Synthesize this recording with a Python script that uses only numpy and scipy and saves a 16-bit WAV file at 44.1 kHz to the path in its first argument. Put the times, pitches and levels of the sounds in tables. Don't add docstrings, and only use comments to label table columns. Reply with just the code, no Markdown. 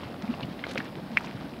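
import sys
import numpy as np
from scipy import signal
from scipy.io import wavfile

SR = 44100
rng = np.random.default_rng(int(sys.argv[2]) if len(sys.argv) > 2 else 0)


def persist_wave(psi):
    counts = np.round(np.clip(psi, -1, 1) * 32767).astype(np.int16)
    wavfile.write(sys.argv[1], SR, np.atleast_2d(counts).T)


def volts_from_decibels(level):
    exponent = np.asarray(level, float) / 20
    return 10 ** exponent


N = 70560


def rms_one(x):
    return x / np.sqrt(np.mean(x ** 2) + 1e-20)


def bandpass(order, low_hz, high_hz, x):
    return signal.sosfilt(signal.butter(order, [low_hz, high_hz], "band", fs=SR, output="sos"), x)


def drift(rate_hz):
    pole = np.exp(-80 * np.pi * rate_hz / SR)
    noise = rng.standard_normal(N // 40 + 2002)
    slow = signal.lfilter([1], [1, -2 * pole, pole * pole], noise)[2000:]
    return np.interp(np.arange(N) / 40, np.arange(len(slow)), rms_one(slow))


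def add(out, start_s, x):
    i = int(start_s * SR)
    out[i:i + len(x)] += x[:max(len(out) - i, 0)]


def banded(spectrum, patchy_db):
    hz, db = np.transpose(spectrum)
    together = drift(0.91)
    white = rng.standard_normal((2, N + SR))
    edges_hz = np.geomspace(hz[0], hz[-1], int(3 * np.log2(hz[-1] / hz[0])) + 1)
    out = 0
    for k, (low_hz, high_hz) in enumerate(zip(edges_hz, edges_hz[1:])):
        band = bandpass(2, low_hz, high_hz, white[k % 2])[SR:]
        level_db = np.interp(np.log(low_hz * high_hz) / 2, np.log(hz), db)
        flicker_db = patchy_db * (0.5 * together + drift(6.9))
        out = out + band * volts_from_decibels(level_db + flicker_db)
    return rms_one(out)


def bursts(rows, rise, attack_cycles):
    out = np.zeros(N)
    for start_s, peak_db, hz, ring_cycles in rows:
        cycle = np.arange(int(3 * ring_cycles / hz * SR) + 2) * hz / SR
        swell = 1 - np.exp(-(cycle / attack_cycles) ** 2)
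        shape = swell * volts_from_decibels(-20 * cycle / ring_cycles)
        climb = 1 - rise / 2 + rise * cycle / ring_cycles
        add(out, start_s, volts_from_decibels(peak_db) * shape / shape.max() * np.sin(2 * np.pi * cycle * climb))
    return out


def vigour():
    # (time [s], level [dB])
    levels = [(0, -45.5), (.12, -47), (.18, -49), (.25, -45.5), (.41, -43.5), (.47, -47.5), (.6, -49),
              (0.658, -42), (.71, -43), (.76, -45.5), (.79, -38), (.82, -42.5), (.88, -44.5), (.93, -51.5),
              (1.0, -50.5), (1.1, -49.5), (1.25, -42.5), (1.33, -47), (1.6, -50.5)]
    s, db = np.transpose(levels)
    return np.interp(np.arange(N) / SR, s, db - db.mean())


def steam(swing_db):
    # (frequency [Hz], density [dB per Hz])
    spectrum = [(35, -9), (112, 1.5), (236, 6), (420, -6), (620, -1.5), (1600, -20), (3500, -25),
                (6400, -27)]
    level_db, follow, shelf_hz = -40, 0.06, 5330
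    shelf = signal.ellip(4, 1, 25, shelf_hz, fs=SR, output="sos")
    return volts_from_decibels(level_db + follow * swing_db) * signal.sosfilt(shelf, banded(spectrum, patchy_db=0.7))


def seethe(swing_db):
    # (low [Hz], high [Hz], rate [per s], ring [cycles], level [dB], share of vigour swing [1])
    families = [
        (140, 326, 500, 4.5, -50.5, 0.067),
        (315, 1116, 500, 4.7, -49.5, 1.05),
        (1200, 4410, 2200, 4.1, -49, 0.93),
        (5000, 12000, 910, 2.8, -80, 2.2),
    ]
    n_pitches = 14
    out = 0
    for low_hz, high_hz, rate, ring_cycles, db, share in families:
        sizes = volts_from_decibels(2.5 * np.minimum(rng.exponential(1, N), 2.8)) * rng.choice([-1, 1], N)
        born = rng.random(N) < rate * volts_from_decibels(2.5 * drift(8.0)) / SR
        dealt = rng.integers(0, n_pitches, N)
        family = 0
        for k, hz in enumerate(np.geomspace(low_hz, high_hz, n_pitches)):
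            r = volts_from_decibels(-60 * hz / (ring_cycles * SR))
            w = 2 * np.pi * hz / SR
            mode = [0, np.sin(w), 0, 1, -2 * r * np.cos(w), r * r]
            kicks = sizes * born * (dealt == k) + 1e-18
            family = family + w * signal.sosfilt([mode, mode], kicks)
        out = out + volts_from_decibels(db + share * swing_db) * rms_one(family)
    return out


def splats():
    # (start [s], length [s], level [dB], low [Hz], high [Hz])
    landings = [(0.032, 0.0076, -43.5, 1750, 3450), (.221, 0.0078, -47, 1200, 5200),
                (0.426, 0.016, -42, 2280, 4320), (0.683, 0.034, -45, 1200, 5000),
                (0.709, 0.015, -43, 1200, 5300), (0.757, 0.01, -57, 298, 1460),
                (0.779, 0.0089, -44.5, 1510, 5850), (0.964, 0.057, -42.5, 201, 660),
                (1.17, 0.0079, -41, 3030, 5500), (.685, .016, -61, 5000, 11000),
                (.712, 0.0064, -55.5, 5000, 12000), (1.236, 0.0043, -50, 2760, 6000),
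                (1.243, 0.012, -47, 800, 5200), (1.26, 0.006, -51, 2000, 7000)]
    drops_per_s = 2500
    out = np.zeros(N)
    for (start_s, length_s, db, low_hz, high_hz), (chance, size) in zip(landings, rng.random((len(landings), 2, 4000))):
        u = np.arange(4000) / SR / length_s
        drops = (chance < drops_per_s / SR) * (size - 0.5)
        smear = 0.039 * (size - 0.5)
        shower = rms_one(bandpass(4, low_hz, high_hz, drops + smear))
        add(out, start_s, volts_from_decibels(db) * shower * np.minimum(8 * u, 1) * np.exp(-u ** 3))
    return out


def plops():
    # (time [s], peak [dB], pitch [Hz], ring [cycles])
    openings = [(.033, -31, 1000, 4.5), (.099, -31, 498, 5.1), (.1426, -32, 1290, 5.0),
                (.246, -30, 810, 2.6), (.339, -31, 704, 4.2), (.341, -33.5, 1090, 9.1),
                (.3975, -23, 740, 0.97), (.403, -35.5, 446, 8.1), (.409, -25, 635, 1.6),
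                (.433, -31, 600, 3.3), (.486, -55, 590, 5.5), (.6672, -23.5, 540, 0.8),
                (.695, -32.5, 524, 9.3), (.7568, -21.5, 488, 1.9), (.7588, -22.5, 1350, 3.0),
                (.986, -27, 680, 0.47), (.996, -38, 596, 8.8), (1.106, -37.5, 616, 8.5),
                (1.2077, -26, 1200, 1.5), (1.2105, -31, 850, 3.5), (1.243, -31.5, 965, 7.5),
                (1.373, -31.5, 1160, 0.79), (1.4106, -29.5, 800, 1.4), (1.530, -44, 850, 13)]
    return bursts(openings, rise=0.074, attack_cycles=0.15)


def gulps():
    # (start [s], peak [dB], pitch [Hz], length [cycles])
    pockets = [(0.052, -34.5, 106, 2.2), (0.229, -25.5, 207, 5.9), (0.285, -20.5, 236.3, 7.3),
               (.312, -31.5, 299, 4), (.332, -36, 151, 3.9), (0.417, -30, 125, 3.3),
               (0.426, -30.5, 230, 3.5), (0.442, -25.5, 168, 2.5), (0.483, -28, 268, 2.55),
               (0.508, -31, 205, 3.1), (.705, -36, 252, 9.7), (0.744, -34, 225, 5),
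               (0.7823, -25, 246.6, 3.86), (.776, -35, 154, 3.1), (0.966, -34.5, 309, 4.2),
               (.975, -31.5, 165, 5), (1.005, -38, 213, 5.3), (1.029, -36, 180, 4), (1.051, -38, 203, 4.6),
               (1.09, -35, 236.3, 9.2), (1.109, -35, 211, 8.3), (1.134, -36.5, 244, 6.3),
               (1.258, -34, 192, 4), (1.3, -39.5, 217, 7.3), (1.342, -35.5, 120, 3.9),
               (1.375, -39.5, 185, 6), (1.414, -31, 260, 2.6), (1.435, -33, 201, 3.6), (1.446, -36, 299, 5)]
    rise = 0.12
    out = np.zeros(N)
    for start_s, db, hz, cycles in pockets:
        u = np.linspace(0, 1, int(cycles / hz * SR))
        phase = 2 * np.pi * cycles * u * (1 + rise * (u - 1))
        add(out, start_s, volts_from_decibels(db) * np.sin(np.pi * u) ** 1.39 * np.sin(phase))
    return out


def pops():
    # (time [s], peak [dB], pitch [Hz], ring [cycles])
    skins = [(1.1688, -27, 2300, 4.1), (.2225, -32, 1530, 1.8), (.278, -39.5, 2300, 13),
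             (.4085, -34.5, 3630, 5.8), (.428, -50, 3370, 4.0), (.4335, -34, 2600, 4),
             (.4338, -40, 4000, 4.3), (.592, -32.5, 1820, 5.2), (.593, -34.5, 3200, 7),
             (.6672, -30.5, 3760, 5.7), (.6672, -36, 2900, 2.8), (.696, -35.5, 2850, 11),
             (.756, -28.5, 3080, 4), (.7731, -26, 2400, 2.8), (.7809, -25, 2400, 1.6),
             (.7832, -30, 2200, 3), (.7768, -14.5, 1960, 2.46), (.7808, -25, 4170, 4.1),
             (.8015, -29, 2490, 3.8), (.8035, -20.5, 1590, 4.3), (.818, -42, 1480, 6.2),
             (.881, -36.5, 3000, 3.7), (1.1717, -1.5, 1950, 2.3), (1.1717, -30, 3260, 2.4),
             (1.2465, -38, 3960, 4.6), (1.2718, -30.5, 2280, 5.4), (1.537, -35.5, 2410, 4.4)]
    low_cut = signal.butter(1, 800, "high", fs=SR, output="sos")
    return signal.sosfilt(low_cut, -bursts(skins, rise=0.18, attack_cycles=0.65))


def crater(x):
    # (delay [s], level [dB])
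    wall = [(.0019, -17), (.0028, -15), (.0037, -14), (.0049, -15), (.0058, -13), (.0067, -14),
            (.0090, -26), (.0101, -27), (.0112, -24), (.0127, -26)]
    out = np.zeros(N)
    for delay_s, db in wall:
        add(out, delay_s, volts_from_decibels(db) * x)
    return bandpass(2, 1640, 3000, out)


def ticks():
    # (time [s], peak [dB], upper edge [Hz])
    droplets = [(0.223, -35, 5730), (0.409, -47, 7900), (0.455, -44, 9000), (0.6866, -42, 11000),
                (.6895, -48, 9000), (0.6955, -42, 6000), (0.7121, -28.5, 7000), (.7147, -41, 14000),
                (.7192, -40, 5000), (.7252, -43, 9000), (0.7326, -44, 8000), (0.7358, -37, 10500),
                (.7488, -39, 10500), (.7595, -52, 9000), (0.7809, -31, 5440), (0.7812, -37, 15500),
                (0.8458, -40, 9900), (1.1714, -37, 4500), (0.7768, -25.5, 5450), (.9366, -45, 4000),
                (.9546, -28.5, 4000), (1.1162, -35, 5400), (1.1748, -38, 5000), (1.1868, -40, 16000),
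                (1.208, -48, 9500), (1.2116, -41, 9500), (1.2358, -47, 7000), (1.246, -48, 8900),
                (1.250, -46, 8000), (1.2635, -42, 7000), (1.3113, -31, 4500), (1.4106, -34, 4500),
                (1.5208, -45, 4000)]
    splash_s, low_hz, snap, dull_pole = 0.0009, 1500, 3.0, 0.6
    out = np.zeros(N)
    t = np.arange(400) / SR
    click = snap * (t == t[20])
    for (s, db, top_hz), noise in zip(droplets, rng.standard_normal((len(droplets), 400))):
        splash = 0.2 * noise * np.exp(-t / splash_s)
        dulled = signal.lfilter([1], [1, -dull_pole], splash + click)
        add(out, s, volts_from_decibels(db) * bandpass(3, low_hz, top_hz, dulled))
    return out


def rings():
    # (time [s], peak [dB], pitch [Hz], ring [cycles])
    cavities = [(.6388, -24, 2130, 14), (.6385, -28.5, 1560, 4.7), (.642, -29, 1600, 7.8),
                (.6392, -28, 3150, 8.6), (.653, -34, 2300, 5.2), (.3385, -33, 2720, 13),
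                (.432, -30, 2870, 8.1), (.7605, -28.5, 526, 2.7)]
    return bursts(cavities, rise=0, attack_cycles=2.0)


def scene():
    swing_db = vigour()
    skin_pops = pops()
    mud = seethe(swing_db) + splats() + plops() + gulps()
    mud = mud + skin_pops + crater(skin_pops) + ticks() + rings()
    return (mud + steam(swing_db))[None]


def roll_off(x):
    return signal.sosfilt(signal.butter(12, 16470, fs=SR, output="sos"), x)


def record(dry):
    # (frequency [Hz], density [dB per Hz])
    hiss = [(4500, -5), (7000, -1.5), (12500, 0), (16400, -5)]
    hiss_db, bass_cut_hz, top_cut_hz = -66.8, 52, 15800
    x = dry + volts_from_decibels(hiss_db) * banded(hiss, patchy_db=0)
    x = signal.sosfilt(signal.butter(2, bass_cut_hz, "high", fs=SR, output="sos"), x)
    x = signal.sosfilt(signal.ellip(10, 0.5, 30, top_cut_hz, fs=SR, output="sos"), x)
    return roll_off(x)


dry = scene()
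out = record(dry)
persist_wave(out)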